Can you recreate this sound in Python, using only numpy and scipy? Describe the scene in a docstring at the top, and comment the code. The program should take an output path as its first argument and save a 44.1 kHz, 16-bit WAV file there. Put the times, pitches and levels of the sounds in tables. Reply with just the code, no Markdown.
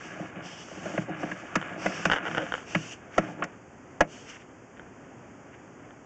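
"""The head of an inspection camera is pulled out of a plastic drain pipe: it scrapes along the wall, knocks at
the joints, rattles and groans over the rim, then brushes about in the open. Blows and random slips drive the
resonances of pipe and head. The push cable hisses in strokes, as shaped noise with two climbing resonances.
One microphone on a narrow-band, slightly overloaded recorder picks it all up over a background hiss."""
import sys
import numpy as np
from scipy import signal
from scipy.fft import rfft, irfft
from scipy.io import wavfile
from scipy.ndimage import uniform_filter1d

SR = 44100
rng = np.random.default_rng(int(sys.argv[2]) if len(sys.argv) > 2 else 0)


def store_pcm(level_fs):
    """Save levels as 16-bit WAV."""
    pcm = np.round(np.clip(level_fs, -1, 1) * 32767).astype(np.int16)
    wavfile.write(sys.argv[1], SR, np.atleast_2d(pcm).T)


N = 266805
TIME = np.arange(N) / SR

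# modes of the pipe and the head in it, from low to high: f/Hz, width/Hz, level/dB
PIPE_MODES = [(118.2, 6, -0.5), (159, 10.6, 2.5), (189.6, 16.8, 3.5), (233.5, 51, -5), (311.7, 19, 5),
              (395, 41, -5.5), (523, 87, -4.5), (618.4, 76, -2), (697, 60, -1), (872, 79, -8.5),
              (1149, 200, -8), (1452, 109, -5), (1650, 107, -4), (2300, 545, -11), (2560, 180, -9),
              (2920, 300, -19)]
# hand-over-hand pulls of the cable, levels before the cable's own trim: start t/s, end t/s, level at start/dB,
# change by the end/dB, upper resonance at start f/Hz, lower resonance at start f/Hz, its relative level/dB
CABLE_PULLS = [(-0.05, 0.28, -53.5, -10, 5820, 2600, -5), (0.41, 0.64, -51, -2.5, 5400, 2860, -3.5),
               (0.64, 1.02, -55, 2, 6050, 2720, -7), (1.15, 1.749, -55.5, -10, 5900, 2550, -7),
               (1.769, 2.141, -46, -4.5, 5400, 2550, -2.5), (2.221, 2.628, -53.5, -6, 5996, 2700, -2),
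               (2.65, 2.93, -50.5, -1, 5930, 2636, -1.5), (3.094, 3.32, -59, -1, 6000, 2740, -7),
               (4.063, 4.249, -52.5, -4.5, 6200, 2895, -7.5), (4.252, 4.419, -48, -18.5, 5900, 2860, -4.5)]


def undb(db):
    """Decibels to gain."""
    return 10 ** (np.asarray(db) / 20)


def unit(x):
    """Scale to an rms of 1."""
    return x / np.sqrt(np.mean(x ** 2) + 1e-18)


def colour(x, spectrum):
    """Shape a sound by (f/Hz, level/dB) points, falling steeply outside them, to an rms of 1."""
    hz, db = np.transpose(spectrum)
    log_f = np.log(np.fft.rfftfreq(len(x), 1 / SR) + 1)
    outside = np.abs(log_f - np.clip(log_f, np.log(hz[0]), np.log(hz[-1])))
    gain = undb(np.interp(log_f, np.log(hz), db) - 80 * outside)
    return unit(irfft(rfft(x) * gain, len(x)))


def soften(x, hz):
    """Steep low-pass."""
    return signal.sosfilt(signal.butter(6, hz, fs=SR, output="sos"), x)


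def ring(x, modes, detune=1):
    """Drive a set of resonances; neighbours swing in opposite senses."""
    total = 0
    for k, (hz, width, db) in enumerate(modes):
        resonator = signal.iirpeak(hz * detune, hz / width, SR)
        total = total + (-1) ** k * undb(db) * signal.lfilter(*resonator, x)
    return total


def favour(modes, centre_hz, slope_db):
    """The place of contact favours the modes near one pitch; the others lose slope_db an octave."""
    return [(hz, width, db - slope_db * abs(np.log2(hz / centre_hz))) for hz, width, db in modes]


def walk(rate):
    """Smooth random wander with an rms of 1, heading for a new value rate times a second."""
    hold = int(SR / rate)
    steps = np.repeat(rng.standard_normal(N // hold + 1), hold)
    return unit(uniform_filter1d(steps, hold)[:N])


def grit(per_second, spread_db):
    """Tiny slips of uneven size at random moments."""
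    slips = rng.random(N) < per_second / SR
    return slips * rng.standard_normal(N) * undb(spread_db * rng.standard_normal(N))


def whistle(hz, width_hz):
    """Noise in one resonance whose centre follows hz, at an rms of 1."""
    noise = rng.standard_normal(N) + 1j * rng.standard_normal(N)
    narrow = signal.lfilter(*signal.butter(2, width_hz / 2, fs=SR), noise)
    return unit(np.real(narrow * np.exp(2j * np.pi * np.cumsum(hz) / SR)))


def swells(table):
    """Gain that rises and falls smoothly around each (t/s, level/dB, half length/s)."""
    return sum(undb(db) * np.exp(-((TIME - s) / half) ** 2) for s, db, half in table)


def add(out, s, sound):
    """Mix a sound in at time s."""
    i = int(s * SR)
    out[i:i + len(sound)] += sound[:N - i]


def hiss():
    """Background rush that wavers slightly, with a thin, steady electronic hiss on top."""
    # the background rush: f/Hz, level/dB
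    rush_spectrum = [(15, -43), (25, -26.5), (112, -5), (196, -6.5), (279, -3), (323, -7.5), (358, -4.5),
                     (450, -9.5), (726, -11.5), (1080, -16), (1470, -16), (2530, -24), (3110, -29.5),
                     (3600, -40), (4680, -72), (7920, -120)]
    # the thin hiss above it: f/Hz, level/dB
    top_spectrum = [(3600, -40), (4500, -14.5), (5600, -10), (6400, -4.5), (6900, -4), (7400, -9.5),
                    (8000, -17.5), (8800, -29)]
    rush_db, waver_db, top_db = -49, 0.9, -68
    rush = colour(rng.standard_normal(N), rush_spectrum) * undb(rush_db + waver_db * walk(9))
    return rush + colour(rng.standard_normal(N), top_spectrum) * undb(top_db)


def cable(level_db=3, upper_db=-6.5, waver_db=1.5, attack_s=0.058, release_s=0.025, rise_octaves_per_s=0.42):
    """The sliding cable hisses on every pull: a quick start, a gradual level change and a quick stop."""
    # friction of the sliding cable: f/Hz, level/dB
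    friction_spectrum = [(300, -1.5), (900, -5), (1600, -2.5), (2100, -4.5), (3000, -1.5), (3500, -10),
                         (4500, -10.5), (5700, -6.5), (6800, -10.5), (7500, -10), (8600, -29)]
    pull, voicing = np.zeros(N), np.zeros((3, N))
    for start, end, db, change_db, upper_hz, lower_hz, lower_db in CABLE_PULLS:
        held = np.clip(TIME - start, 0, end - start)
        gate = np.minimum(held / attack_s, 1) * np.exp(-np.maximum(TIME - end, 0) / release_s)
        pull += gate * undb(db + change_db * held / (end - start))
        # both resonances climb through the pull, then stay put until the next
        climb = 2 ** (rise_octaves_per_s * held)
        pull_voicing = [upper_hz * climb, lower_hz * climb, np.full(N, lower_db)]
        voicing = np.where(TIME >= start, pull_voicing, voicing)
    upper, lower, lower_db = voicing
    tone = undb(lower_db) * whistle(lower, width_hz=490) + undb(upper_db) * whistle(upper, width_hz=1270)
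    friction = colour(rng.standard_normal(N), friction_spectrum)
    return undb(level_db + waver_db * walk(35)) * pull * (friction + tone)


def scrape(rumble_db=-47, rumble_follows=0.85, firm_drag_db=-46, stall_db=-4.5, stall_lag_s=0.033, stall_half_s=0.03):
    """The dragged head catches and slips on the wall, driving the pipe modes; rough patches add rumble."""
    # how hard the head drags until it is lifted clear, before the stalls: t/s, rasp level/dB
    drag_points = [(0, -46), (0.42, -46.5), (0.66, -57), (0.87, -45), (1.25, -42.5), (1.42, -47.5),
                   (1.68, -42), (1.95, -41), (2.43, -40.5), (2.53, -48.5), (3.08, -58.5), (3.22, -43.5),
                   (3.55, -58)]
    # rough patches that make the dragged head rumble: middle t/s, level/dB, half length/s
    patches = [(0.23, -50, 0.033), (0.39, -50, 0.041), (0.58, -53.5, 0.05), (0.92, -39.5, 0.081),
               (1.11, -38, 0.021), (1.245, -39, 0.053), (1.83, -46, 0.1), (2.12, -44, 0.047),
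               (2.39, -42, 0.044), (3.17, -40.5, 0.017), (3.29, -41, 0.044), (3.42, -39.5, 0.045)]
    # the head stalls for a moment after each pull
    stall = sum(np.exp(-((TIME - end - stall_lag_s) / stall_half_s) ** 2) for _, end, *_ in CABLE_PULLS)
    drag_db = np.interp(TIME, *np.transpose(drag_points), right=-120) + stall_db * stall
    # rumble_db holds under a firm drag and follows the drag from there
    rumble = undb(rumble_db + rumble_follows * (drag_db - firm_drag_db)) + swells(patches)
    low, high = PIPE_MODES[:10], PIPE_MODES[10:]
    bumps = unit(ring(grit(per_second=1200, spread_db=1.0) * undb(2 * walk(40.15)), low))
    rasp = soften(ring(grit(per_second=6000, spread_db=2), high), hz=3600)
    slips = unit(rasp * undb(walk(45)))
    return rumble * bumps + undb(drag_db) * slips


def chatter(t, contact_s, tail_db, tail_s):
    """Force of one blow: random kicks as the head judders for a few ms, then a longer, decaying tail of them."""
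    swell = (.5 + t / contact_s) * np.exp(-t / contact_s)
    return rng.choice([-1., 1.], len(t)) * (swell + undb(tail_db) * np.exp(-t / tail_s))


def blow(sound, db):
    """Set the rms level of the loudest 10 ms of a short sound."""
    return sound * undb(db) / np.sqrt(uniform_filter1d(sound ** 2, size=441).max())


def knocks(boom_lag_s=0.00435, body_lag_s=0.00059, boom_trim_db=-1.1, body_trim_db=-1.0,
           clack_trim_db=2.5, crack_trim_db=1.5, strike_db=12):
    """Each knock rings the low, middle and high modes by its own share; the boom of the pipe arrives last."""
    # knocks of the head, levels before the trims: t/s, boom of the pipe level/dB, hollow body level/dB,
    # clack of the head level/dB, treble crack level/dB, boom f/Hz, clack f/Hz
    blows = [(0.196, -32.5, -34.5, -50, -67, 185, 1900), (0.357, -35.5, -43.5, -50, -73, 190, 1510),
             (0.712, -44, -39.5, -53, -64, 212, 1500), (0.855, -36, -30.5, -49, -56, 217, 1200),
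             (0.9764, -24.5, -24, -31, -61, 176, 1900), (1.092, -32.5, -34, -55, -64, 287, 2000),
             (1.230, -26.5, -29, -37.5, -68, 293, 1570), (1.314, -36.5, -38, -33.5, -57, 194, 1440),
             (1.5546, -24, -26.5, -22, -34.5, 269, 1250), (1.86, -35, -23.5, -28, -45, 200, 2000),
             (2.053, -26, -24, -21, -35, 205, 2470), (2.748, -22, -28.5, -24, -47, 195, 1445),
             (3.179, -22.5, -16, -22.5, -38.5, 260, 1280), (3.396, -50, -39, -55, -72, 263, 1500),
             (3.422, -38, -31, -27, -68, 242, 1050), (3.438, -43, -38, -37, -44, 217, 1360),
             (4.0061, -23.5, -14, -19.5, -32.5, 273, 1320)]
    # treble crack: f/Hz, level/dB
    crack_spectrum = [(2500, -20), (3500, -1.5), (4600, -5), (6300, 4), (7400, -2.5), (8600, -22)]
    out, t = np.zeros(N), np.arange(SR // 5) / SR
    low, middle, high = PIPE_MODES[:6], PIPE_MODES[6:10], PIPE_MODES[10:]
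    push = np.exp(-t / 0.00055)
    strike = undb(strike_db) * signal.unit_impulse(len(t), SR // 1000)  # 1 ms in
    for s, boom_db, body_db, clack_db, crack_db, boom_hz, clack_hz in blows:
        detune = 1 + .01 * rng.standard_normal()  # no two blows are quite alike
        force = push + undb(-10.5) * chatter(t, contact_s=0.0036, tail_db=-6.5, tail_s=0.02)
        judder = strike + chatter(t, contact_s=0.003, tail_db=-13.5, tail_s=0.015)

        boom = ring(force, favour(low, boom_hz, slope_db=10.5), detune)
        body = ring(force, favour(middle, centre_hz=575, slope_db=11.5), detune)
        clack = ring(judder, favour(high, clack_hz, slope_db=0.5), detune)
        clack = clack + ring(judder, [(clack_hz, 200, -7)])  # f/Hz, width/Hz, level/dB
        clack = soften(clack, hz=3580)
        crack = colour(chatter(t, contact_s=0.0037, tail_db=-37.5, tail_s=.008), crack_spectrum)
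        crack = crack * np.exp(-(t / 0.042) ** 2)

        add(out, s + boom_lag_s, blow(boom, boom_db + boom_trim_db))
        add(out, s + body_lag_s, blow(body, body_db + body_trim_db))
        add(out, s, blow(clack, clack_db + clack_trim_db) + blow(crack, crack_db + crack_trim_db))
    return out


def rattle(mean_gap_s=0.0065, fade_db_per_s=60, scatter_db=1):
    """(t/s, level/dB) of the head's bounces over the rim: each run is unevenly spaced and dies away."""
    # runs of lighter ticks, levels before scatter and the ticks' trim: start t/s, length/s, first level/dB
    runs = [(2.114, 0.075, -16.5), (2.253, 0.035, -19.5), (2.364, 0.07, -24.5)]
    bounces = []
    for start, length, db in runs:
        gaps, scatter = rng.uniform(.5, 1.5, 40), rng.standard_normal(40)
        after = mean_gap_s * (np.cumsum(gaps) - gaps[0])
        for s, z in zip(after, scatter):
            if s < length:
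                bounces.append((start + s, db - fade_db_per_s * s + scatter_db * z))
    return bounces


def ticks(level_db=-0.75):
    """Hard, light contacts, each a click with a little decaying noise, ring only for a moment."""
    # single ticks of the head on the wall and the rim: t/s, peak level before trim and softening/dB
    contacts = [(0.685, -33), (1.614, -22.5), (1.626, -22), (2.0988, -10), (2.115, -8.5), (2.1198, -7.5),
                (2.1334, -10), (2.162, -15.5), (2.267, -20), (2.3128, -24), (2.348, -16.5), (2.372, -17.5),
                (2.380, -12.5), (2.465, -24.5), (2.5212, -15), (2.539, -13), (2.551, -19), (2.579, -26),
                (4.795, -31), (5.678, -46), (5.907, -37)]
    # short ring of a tick: f/Hz, width/Hz, level/dB
    tick_modes = [(44.7, 76, -20), (292, 28, -2.5), (483, 67, 1.5), (814, 284, -2.5), (1425, 193, 4.5),
                  (1692, 326, 0.5), (2106, 330, -6), (2955, 180, -4), (3385, 700, -18), (6200, 2200, -28.5)]
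    out, t = np.zeros(N), np.arange(SR // 12) / SR
    for s, db in [*contacts, *rattle()]:
        force = undb(-28.0) * rng.standard_normal(len(t)) * np.exp(-t / 0.0061)
        force[0] += 1
        sound = ring(force, tick_modes, 1 + 0.025 * rng.standard_normal())
        add(out, s, undb(db + level_db) * sound / np.abs(sound).max())
    return soften(out, hz=6760)


def groan(middle_s=2.415, half_s=0.035, pitch_hz=525, level_db=-35):
    """The head rubs over the rim and briefly keeps one hollow mode going, as narrow noise."""
    swell = np.exp(-((TIME - middle_s) / half_s) ** 2)
    return undb(level_db) * swell * whistle(np.full(N, pitch_hz), width_hz=43)


def brushes():
    """Short, soft scuffs of fine grit as the head is moved about."""
    # light brushes of the head in the open: middle t/s, level/dB, half length/s
    scuffs = [(3.145, -47, 0.01), (4.297, -52, 0.032), (4.354, -51.5, 0.035), (4.417, -54, 0.019),
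              (4.773, -51, 0.0091), (5.541, -54, 0.017), (5.853, -56, .006)]
    # spectrum of a brush: f/Hz, level/dB
    scuff_spectrum = [(900, -30), (1500, 5), (2100, 4.5), (3000, -3.5), (3600, -14)]
    return swells(scuffs) * colour(grit(per_second=1300, spread_db=1.5), scuff_spectrum)


def scene():
    """All sources at one microphone."""
    return (hiss() + cable() + scrape() + knocks() + ticks() + groan() + brushes())[None]


def record(dry, lopsided=0.91, notch_width_hz=700, top_hz=8834):
    """The input stage bends loud peaks to one side; the recorder has a deep notch at 4 kHz and a dull top."""
    bent = dry + lopsided * dry ** 2
    bent = signal.sosfilt(signal.butter(1, 18, "high", fs=SR, output="sos"), bent)
    notched = signal.lfilter(*signal.iirnotch(4000, 4000 / notch_width_hz, SR), bent)
    band_limit = signal.ellip(8, .2, 50, top_hz, fs=SR, output="sos")
    return signal.sosfilt(band_limit, soften(notched, hz=8300))


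dry = scene()
out = record(dry)
store_pcm(out)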